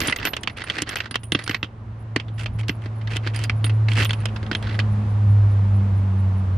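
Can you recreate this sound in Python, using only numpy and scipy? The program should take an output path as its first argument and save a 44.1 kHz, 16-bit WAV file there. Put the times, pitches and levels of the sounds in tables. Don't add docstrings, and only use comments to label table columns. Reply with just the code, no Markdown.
import sys
import numpy as np
from scipy import signal
from scipy.fft import rfft, irfft, next_fast_len
from scipy.io import wavfile
from scipy.ndimage import uniform_filter1d, map_coordinates

SR = 44100
rng = np.random.default_rng(int(sys.argv[2]) if len(sys.argv) > 2 else 0)


def put_to_file(sound):
    columns = np.atleast_2d(sound).T
    safe = np.clip(columns, -1, 1)
    whole_steps = np.round(safe * 32767)
    wavfile.write(sys.argv[1], SR, whole_steps.astype(np.int16))


N = 290001

# start in seconds, level in dB, colour in Hz,
# relative treble in dB, table thud in dB.
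KNOCKS = [(.0034, -12, 2610, -2, -38), (.0154, -10, 4900, -21, -20), (0.046, -22, 2760, -27.5, -40),
          (0.0727, -21.5, 2280, 8, -40), (0.0825, -11.5, 3430, -23, -16.5), (.0978, -14, 2070, -11, -40),
          (0.1242, -10, 2210, -25, -40), (0.161, -17, 2020, -3, -40), (.186, -24, 2950, -30, -40),
          (.198, -22, 2300, -30, -40), (.2279, -21, 2040, -37.5, -40), (.2443, -23, 1534, -20, -40),
          (0.2519, -10.5, 2200, -3.5, -25), (0.2586, -15, 2810, -23, -40), (0.2715, -12.5, 2170, -15, -40),
          (0.334, -13.5, 3140, -42, -40), (0.3659, -14.5, 2590, -8.5, -43), (.433, -21.5, 3020, -1, -31),
          (0.4736, -10, 2620, -39.5, -36), (0.497, -26, 2060, -35, -40), (.571, -28.5, 2730, -8, -40),
          (.618, -19.5, 1800, -26, -42), (0.6386, -25.5, 1470, -14, -38), (0.6987, -11, 3330, -18, -40),
          (0.7843, -13, 2380, -14, -40), (0.8201, -16, 2940, 5, -22), (.8914, -18, 2960, -0.5, -37),
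          (.957, -14, 1690, -4.5, -37), (.9677, -16.5, 2620, -18, -37), (.985, -27, 2300, -8, -40),
          (1.0031, -12, 2270, -40, -40), (1.0584, -24.5, 1420, -37, -40), (1.11, -22, 1480, -14.5, -29),
          (1.1423, -17.5, 2846, -25, -40), (1.1558, -7, 2960, -12.5, -40), (1.2333, -34, 2800, -4, -40),
          (1.3204, -7.5, 3246, -8.5, -16.5), (1.3485, -6.5, 3030, -38.5, -13),
          (1.3901, -18.5, 2130, -22.5, -40), (1.438, -30.5, 4880, 0, -38), (1.463, -26.5, 2100, -34, -40),
          (1.477, -14.5, 1600, -12.5, -40), (1.4943, -11, 2130, -15, -18), (1.5104, -17, 2405, -16.5, -40),
          (1.5453, -9.5, 2210, -21.5, -40), (1.6292, -14.5, 2800, -40, -25), (1.6432, -25, 2880, -42, -38),
          (2.161, -6.5, 2300, -14.5, -14), (2.1985, -20, 2570, -34, -40), (2.282, -38, 3300, -20, -40),
          (2.4593, -16.5, 2600, -30, -40), (2.632, -33, 2190, -30, -38), (2.6826, -19, 4940, -7, -40),
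          (2.6931, -9, 2600, -25, -13.5), (2.8582, -29, 1960, -22, -28), (3.013, -35, 2200, -30, -40),
          (3.073, -24, 1620, -29, -40), (3.134, -25, 2500, -12, -40), (3.1596, -19, 2880, -12, -26),
          (3.1665, -16, 3000, -4, -35), (3.264, -22, 2400, -25, -24), (3.2725, -15, 1900, -20, -26),
          (3.345, -29, 2000, -4, -40), (3.3598, -27, 4900, -2.5, -40), (3.3903, -26, 2200, -5, -40),
          (3.438, -21.5, 4600, 1.5, -40), (3.496, -10.5, 2300, -33, -40),
          (3.6425, -13.5, 3420, -32.5, -24.5), (3.664, -25.5, 2000, -25, -40),
          (3.6956, -21.5, 2360, -44, -40), (3.8845, -16.5, 2120, -40, -40), (3.9168, -18.5, 2500, -20, -40),
          (3.933, -27, 3200, -2, -40), (4.008, -16, 1910, -37, -37), (4.0215, -14.5, 2850, -31, -40),
          (4.0475, -24, 3000, 3, -40), (4.0525, -13, 3000, -20, -40), (4.094, -19, 2020, -17, -43),
          (4.1069, -13.5, 3240, -13.5, -40), (4.132, -18, 2730, -10, -40), (4.2555, -13.5, 2820, -5.5, -40),
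          (4.285, -31, 2900, -25, -40), (4.361, -21.5, 1510, -35, -40), (4.4287, -30, 1560, -18, -28),
          (4.4636, -30, 1550, -36, -40), (4.5135, -13, 1880, -41, -22), (4.5295, -21.5, 3000, -29, -42),
          (4.5495, -11, 3170, -15.5, -26), (4.626, -27.5, 1450, -8.5, -37), (4.6706, -27, 1360, -37, -42),
          (4.695, -28, 1300, -35, -40), (4.709, -28, 2100, -30, -40), (4.743, -29, 3000, -25, -40),
          (4.791, -13, 2090, -25, -30), (4.798, -15, 2900, -20, -32)]
# frequency in Hz, relative density in dB.
CASE_SPECTRUM = [(300, -7), (600, -3.5), (1000, -4), (1500, 0), (2400, -3.5), (3100, -1.5), (4100, -6),
                 (5200, -11), (7000, -25), (12000, -41), (16000, -96.5)]
STEEL_SPECTRUM = [(3000, -34.5), (5000, -0.5), (9700, -4.5), (11200, -12.5), (13000, -24), (16000, -50.5)]
def knocks():
    hard_db, hard_t60_s, skid_s_per_db = -5, .024, .0008
    crest_db, snap_db, snap_t60_s = 5, -4, .004
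    body, crack = np.zeros((2, 2, N + SR))
    t = np.arange(SR // 12) / SR
    decay = lambda t60: amp(-60 * t / t60) * (1 - np.exp(-t / .00054))
    for start, db, hz, treble_db, _ in KNOCKS:
        t60 = max(hard_t60_s + skid_s_per_db * (hard_db - db), .008)
        chatter = amp(1.6 * rocking(len(t), smoothing=50))
        chatter *= amp(db - crest_db) * np.linalg.norm(decay(t60)) / np.linalg.norm(chatter * decay(t60))
        shake = rng.standard_normal((2, 2, len(t))) * chatter
        envelope = amp(snap_db) * decay(snap_t60_s) + decay(t60) + amp(-19.5) * decay(3.58 * t60)
        add_at(body, start, panel(shake[0] * envelope, hz, width=.25))
        add_at(crack, start, amp(treble_db) * shake[1] * decay(.56 * t60))
    return colour(body[:, :N], CASE_SPECTRUM) + colour(crack[:, :N], STEEL_SPECTRUM)


# frequency in Hz, bandwidth in Hz, relative gain in dB.
WALL_MODES = [(2010, 120, -6), (2680, 130, -5), (3150, 150, -8), (4450, 110, -2)]
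def panel(x, hz, width):
    woken = [(centre, band, db + 3 * rng.standard_normal()) for centre, band, db in WALL_MODES]
    walls = lambda f: 1 + sum(modes([mode])(f) for mode in woken)
    spot = modes([(hz, width * hz, 0), (1.5 * hz, width * hz, -6)])
    ring = lambda f: walls(f) * (.85 + spot(f))
    return filtered(x, lambda f: ring(f) / np.sqrt(np.mean(np.abs(ring(f[f < 6000])) ** 2)))


# start and end in seconds, level in dB, relative treble in dB.
SCRAPES = [(0, 0.144, -30, -18), (.186, 0.305, -36, -30), (.561, 0.622, -35.5, -23),
           (0.645, 0.856, -34.5, -20.5), (.853, 0.955, -35.5, -27), (0.948, 1.093, -42.5, -29),
           (1.34, 1.461, -44, -24), (1.497, 1.582, -42, -23), (2.375, 2.451, -39, -11),
           (2.58, 2.62, -43, -12), (2.81, 2.87, -49, -15), (3.09, 3.18, -38, -18), (3.22, 3.317, -44, -21),
           (3.325, 3.475, -39, -16), (3.88, 3.956, -41, -12), (3.945, 4.053, -26.5, -15),
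           (4.174, 4.251, -46, -20), (4.615, 4.78, -40.5, -28)]
def scrapes():
    contacts_per_s, slide_power = 650, .12
    contacts = rng.random(N) < contacts_per_s / SR
    sizes = np.minimum(rng.exponential(size=N), 2.6)
    ticks = contacts * amp(3.4 * sizes + 1.3 * wobble(50))
    grain = unit(np.sqrt(signal.lfilter([1], [1, -.97], ticks ** 2) + slide_power))
    shake = grain * rng.standard_normal((2, 2, N))
    body, crack = np.zeros((2, 2, N))
    for start, end, db, treble_db in SCRAPES:
        part = slice(round(start * SR), round(end * SR))
        stroke = amp(db) * signal.windows.tukey(part.stop - part.start, .4)
        colour_hz = 3000 + 47 * treble_db
        body[:, part] += panel(stroke * shake[0][:, part], colour_hz, width=.51)
        crack[:, part] += amp(treble_db) * stroke * shake[1][:, part]
    table_hum = amp(13) * filtered(body[0], modes(TABLE_MODES))
    return colour(body, CASE_SPECTRUM) + colour(crack, STEEL_SPECTRUM) + table_hum * [[1], [0]]


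# frequency in Hz, bandwidth in Hz, relative gain in dB.
TABLE_MODES = [(76, 37, 0.5), (162, 71, 2), (233, 60, 1.5), (303.4, 50, 5.5), (480, 150, -7)]
def thumps():
    settle_db, settle_t60_s = -30, .07
    blows, t = np.zeros(N + SR), np.arange(SR // 16) / SR
    for start, *_, thud_db in KNOCKS:
        jolts = amp(settle_db - 60 * t / settle_t60_s) * rng.standard_normal(len(t))
        add_at(blows, start, amp(thud_db) * (signal.unit_impulse(len(t)) + jolts))
    thud = lambda f: modes(TABLE_MODES)(f) / (1 + 1j * f / 900) ** 2
    peak = np.abs(filtered(signal.unit_impulse(SR), thud)).max()
    return filtered(blows[:N], thud) / peak


# start in seconds, level in dB, name of the bit, 60 dB decay time in seconds.
PINGS = [(.008, -27.5, "worn", .16), (.076, -26, "long", .12), (.162, -47.5, "thin", .13),
         (.162, -41, "short", .1), (.252, -24.5, "short", .16), (.28, -27.5, "short", .1),
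         (.41, -44, "long", .045), (.571, -38, "long", .06), (0.638, -37.5, "long", .08),
         (.89, -33.5, "long", 0.066), (.899, -43, "short", .13), (.965, -40.5, "short", .14),
         (.96, -45.5, "thin", .06), (1.11, -28.5, "long", .042), (1.111, -37.5, "stout", .1),
         (1.235, -38.5, "long", .18), (1.321, -30, "long", .08), (1.39, -38, "long", .047),
         (1.438, -35, "long", .066), (1.438, -44, "stout", .11), (1.46, -38, "long", .043),
         (1.492, -48, "short", .3), (2.683, -44, "short", .13), (3.361, -30, "long", .05),
         (3.362, -26, "stout", .041), (3.439, -28.5, "long", .054), (3.439, -22, "stout", .045),
         (3.44, -49.5, "thin", .09), (3.644, -23, "long", .08), (4.014, -44, "short", .17),
         (4.048, -20.5, "short", .047), (4.06, -43.5, "long", .39), (4.203, -38, "long", .035),
         (4.565, -47, "long", .14), (3.675, -42, "stout", .04)]
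BIT_MODES = {"long": [(9396, 0), (14600, -24)], "stout": [(4815, 0)], "short": [(11967, 0), (12105, -10)],
             "thin": [(15237, 0)], "worn": [(11661, 0), (12333, -4)]}
def pings():
    out, t = np.zeros((2, N + SR)), np.arange(SR // 3) / SR
    for start, db, bit, t60 in PINGS:
        for hz, mode_db in BIT_MODES[bit]:
            phase = rng.uniform(0, 2 * np.pi, (2, 1)) + np.cumsum(rng.normal(0, .055, len(t)))
            rough_db = 3.5 * rocking(len(t), smoothing=300)
            envelope = amp(db + mode_db + rough_db - 60 * t / t60) * (1 - np.exp(-t / .0003))
            add_at(out, start, envelope * np.sin(2 * np.pi * hz * t + phase))
    return out[:, :N] * amp([[-5], [2]])


# time in seconds, blade note in Hz.
BLADE_PITCH = [(0, 112.4), (2, 110.7), (3.9, 108), (4.9, 105.2), (5.7, 99.67), (6.58, 93.65)]
# time in seconds, level in dB.
NOTE_LEVEL = [(0, -52), (.5, -47), (1.3, -38), (1.7, -39.5), (2.2, -30.5), (2.65, -26), (2.8, -30),
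              (3.5, -23.5), (3.8, -17), (4.05, -19.5), (4.25, -24), (4.6, -30.5), (4.82, -19.5), (5.1, -20),
              (5.35, -13), (5.7, -17), (6.3, -18.5), (6.58, -20.5)]
OCTAVE_LEVEL = [(0, -57), (3, -51.5), (4.2, -42.5), (5, -33.5), (5.5, -41), (6.2, -31.5), (6.58, -37.5)]
def aircraft():
    phase = 2 * np.pi * np.cumsum(curves(BLADE_PITCH)[0]) / SR + .12 * wobble(12)
    note = amp(curves(NOTE_LEVEL)[0] + wobble(13)) * np.sin(phase)
    octave = amp(curves(OCTAVE_LEVEL)[0] + 2.43 * wobble(14)) * np.sin(2 * phase + .65 * wobble(15))
    return np.sqrt(2) * (note + octave) * amp([[-.3], [.3]])


CHIRPS = [.3, .5, 1.19, 1.4, 1.989, 2.335, 2.53, 2.73, 2.955, 3.36, 3.555, 3.735, 4.13, 4.335, 4.529, 4.725,
          4.9, 5.089, 5.285, 5.5, 5.74, 5.96, 6.176, 6.365]
# frequency in Hz, bandwidth in Hz, gain per pass in dB.
WING_MODES = [(10120, 370, -2.5), (13800, 250, -9)]
def insect():
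    strokes_per_s, chirp_s = 150, .042
    strokes, t = np.zeros(N + SR), np.arange(round(chirp_s * SR)) / SR
    swell = np.sin(np.pi * t / t[-1]) ** .37 * np.sin(np.pi * strokes_per_s * t) ** 2
    for start in CHIRPS:
        add_at(strokes, start, amp(-36.5) * swell * rng.standard_normal(len(t)))
    wings = lambda f: sum(modes([band])(f) ** 2 for band in WING_MODES)
    return filtered(strokes[:N], wings) * amp([[-2.5], [2]])


# time in seconds, rumble in dB, hiss in dB.
RUSH_LEVELS = [(0, -40, -35.5), (.6, -45, -47), (1.4, -41, -50), (3, -37.5, -43), (4.8, -31, -38),
               (6.58, -32, -40)]
# frequency in Hz, relative density in dB.
RUMBLE_SPECTRUM = [(20, -38.5), (48, -4), (100, 1), (150, -10.5), (250, -14.5), (400, -60), (800, -120)]
HISS_SPECTRUM = [(180, -4.5), (300, -2.5), (430, -5.5), (1120, -7.5), (3300, -25), (6500, -35), (8800, -39),
                 (10300, -36.5), (11500, -75)]
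# frequency in Hz, left-right coherence.
RUSH_COHERENCE = [(200, 0.99), (640, 0.72), (1400, 0.007), (3100, 0.52), (7000, 0.021)]
# frequency in Hz, left over right in dB.
RUSH_PAN = [(100, -.6), (800, -1.5), (8000, -1)]
def distant_rush():
    treble_hz, treble_db_per_db, neutral_db = 3500, .4, -38
    rumble_db, hiss_db = curves(RUSH_LEVELS)
    rumble = amp(rumble_db + 2.43 * wobble(9)) * colour(rng.standard_normal((2, N)), RUMBLE_SPECTRUM)
    hiss = amp(hiss_db + .41 * wobble(4.01)) * colour(rng.standard_normal((2, N)), HISS_SPECTRUM)
    treble = filtered(hiss, lambda hz: 1 / (1 + (treble_hz / (hz + 1)) ** 2))
    treble_gain = amp(treble_db_per_db * (hiss_db - neutral_db))
    return spread(rumble + hiss + treble * (treble_gain - 1), RUSH_COHERENCE, RUSH_PAN)


def amp(db):
    return 10 ** (np.asarray(db) / 20)


def unit(x):
    return x / np.sqrt(np.mean(x ** 2) + 1e-20)


def add_at(track, start_s, sound):
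    track[..., round(start_s * SR):][..., :sound.shape[-1]] += sound


def along(points, hz):
    f, values = np.transpose(points)
    return np.interp(np.log(hz + 1), np.log(f + 1), values)


def curves(rows):
    times, *columns = np.transpose(rows)
    return [np.interp(np.arange(N) / SR, times, column) for column in columns]


def wobble(rate):
    return map_coordinates(rng.standard_normal(int(N * rate / SR) + 4), [np.arange(N) * rate / SR])


def rocking(n, smoothing):
    return unit(uniform_filter1d(rng.standard_normal(n), size=smoothing))


def filtered(x, response):
    size = next_fast_len(x.shape[-1] + 4096)
    return irfft(rfft(x, size) * response(np.fft.rfftfreq(size, 1 / SR)), size)[..., :x.shape[-1]]


def modes(table):
    return lambda f: sum((-1) ** k * amp(db) * 1j * f * band / (hz * hz - f * f + 1j * f * band)
                         for k, (hz, band, db) in enumerate(table))


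def colour(x, spectrum):
    return filtered(x, lambda hz: unit(amp(along(spectrum, hz))))


def spread(pair, coherence, pan):
    angle = lambda hz: np.arccos(np.clip(along(coherence, hz), -1, 1)) / 2
    mid, side = filtered(pair, lambda hz: np.array([np.cos(angle(hz)), np.sin(angle(hz))]))
    return filtered(np.array([mid + side, mid - side]), lambda hz: amp(along(pan, hz) / [[2], [-2]]))


# frequency in Hz, left-right coherence.
CASE_COHERENCE = [(200, 0.94), (400, 0.94), (800, 0.2), (2500, 0.79), (8000, 0.16)]
# frequency in Hz, left over right in dB.
CASE_PAN = [(300, 1), (950, -5.5), (3700, -2.5), (12000, -7)]
def scene():
    rummaging = spread(knocks() + scrapes(), CASE_COHERENCE, CASE_PAN) + thumps() + pings()
    return rummaging + aircraft() + distant_rush() + insect()


def record(dry):
    top_hz = 16494
    return filtered(dry, lambda hz: hz < top_hz)


dry = scene()
out = record(dry)
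put_to_file(out)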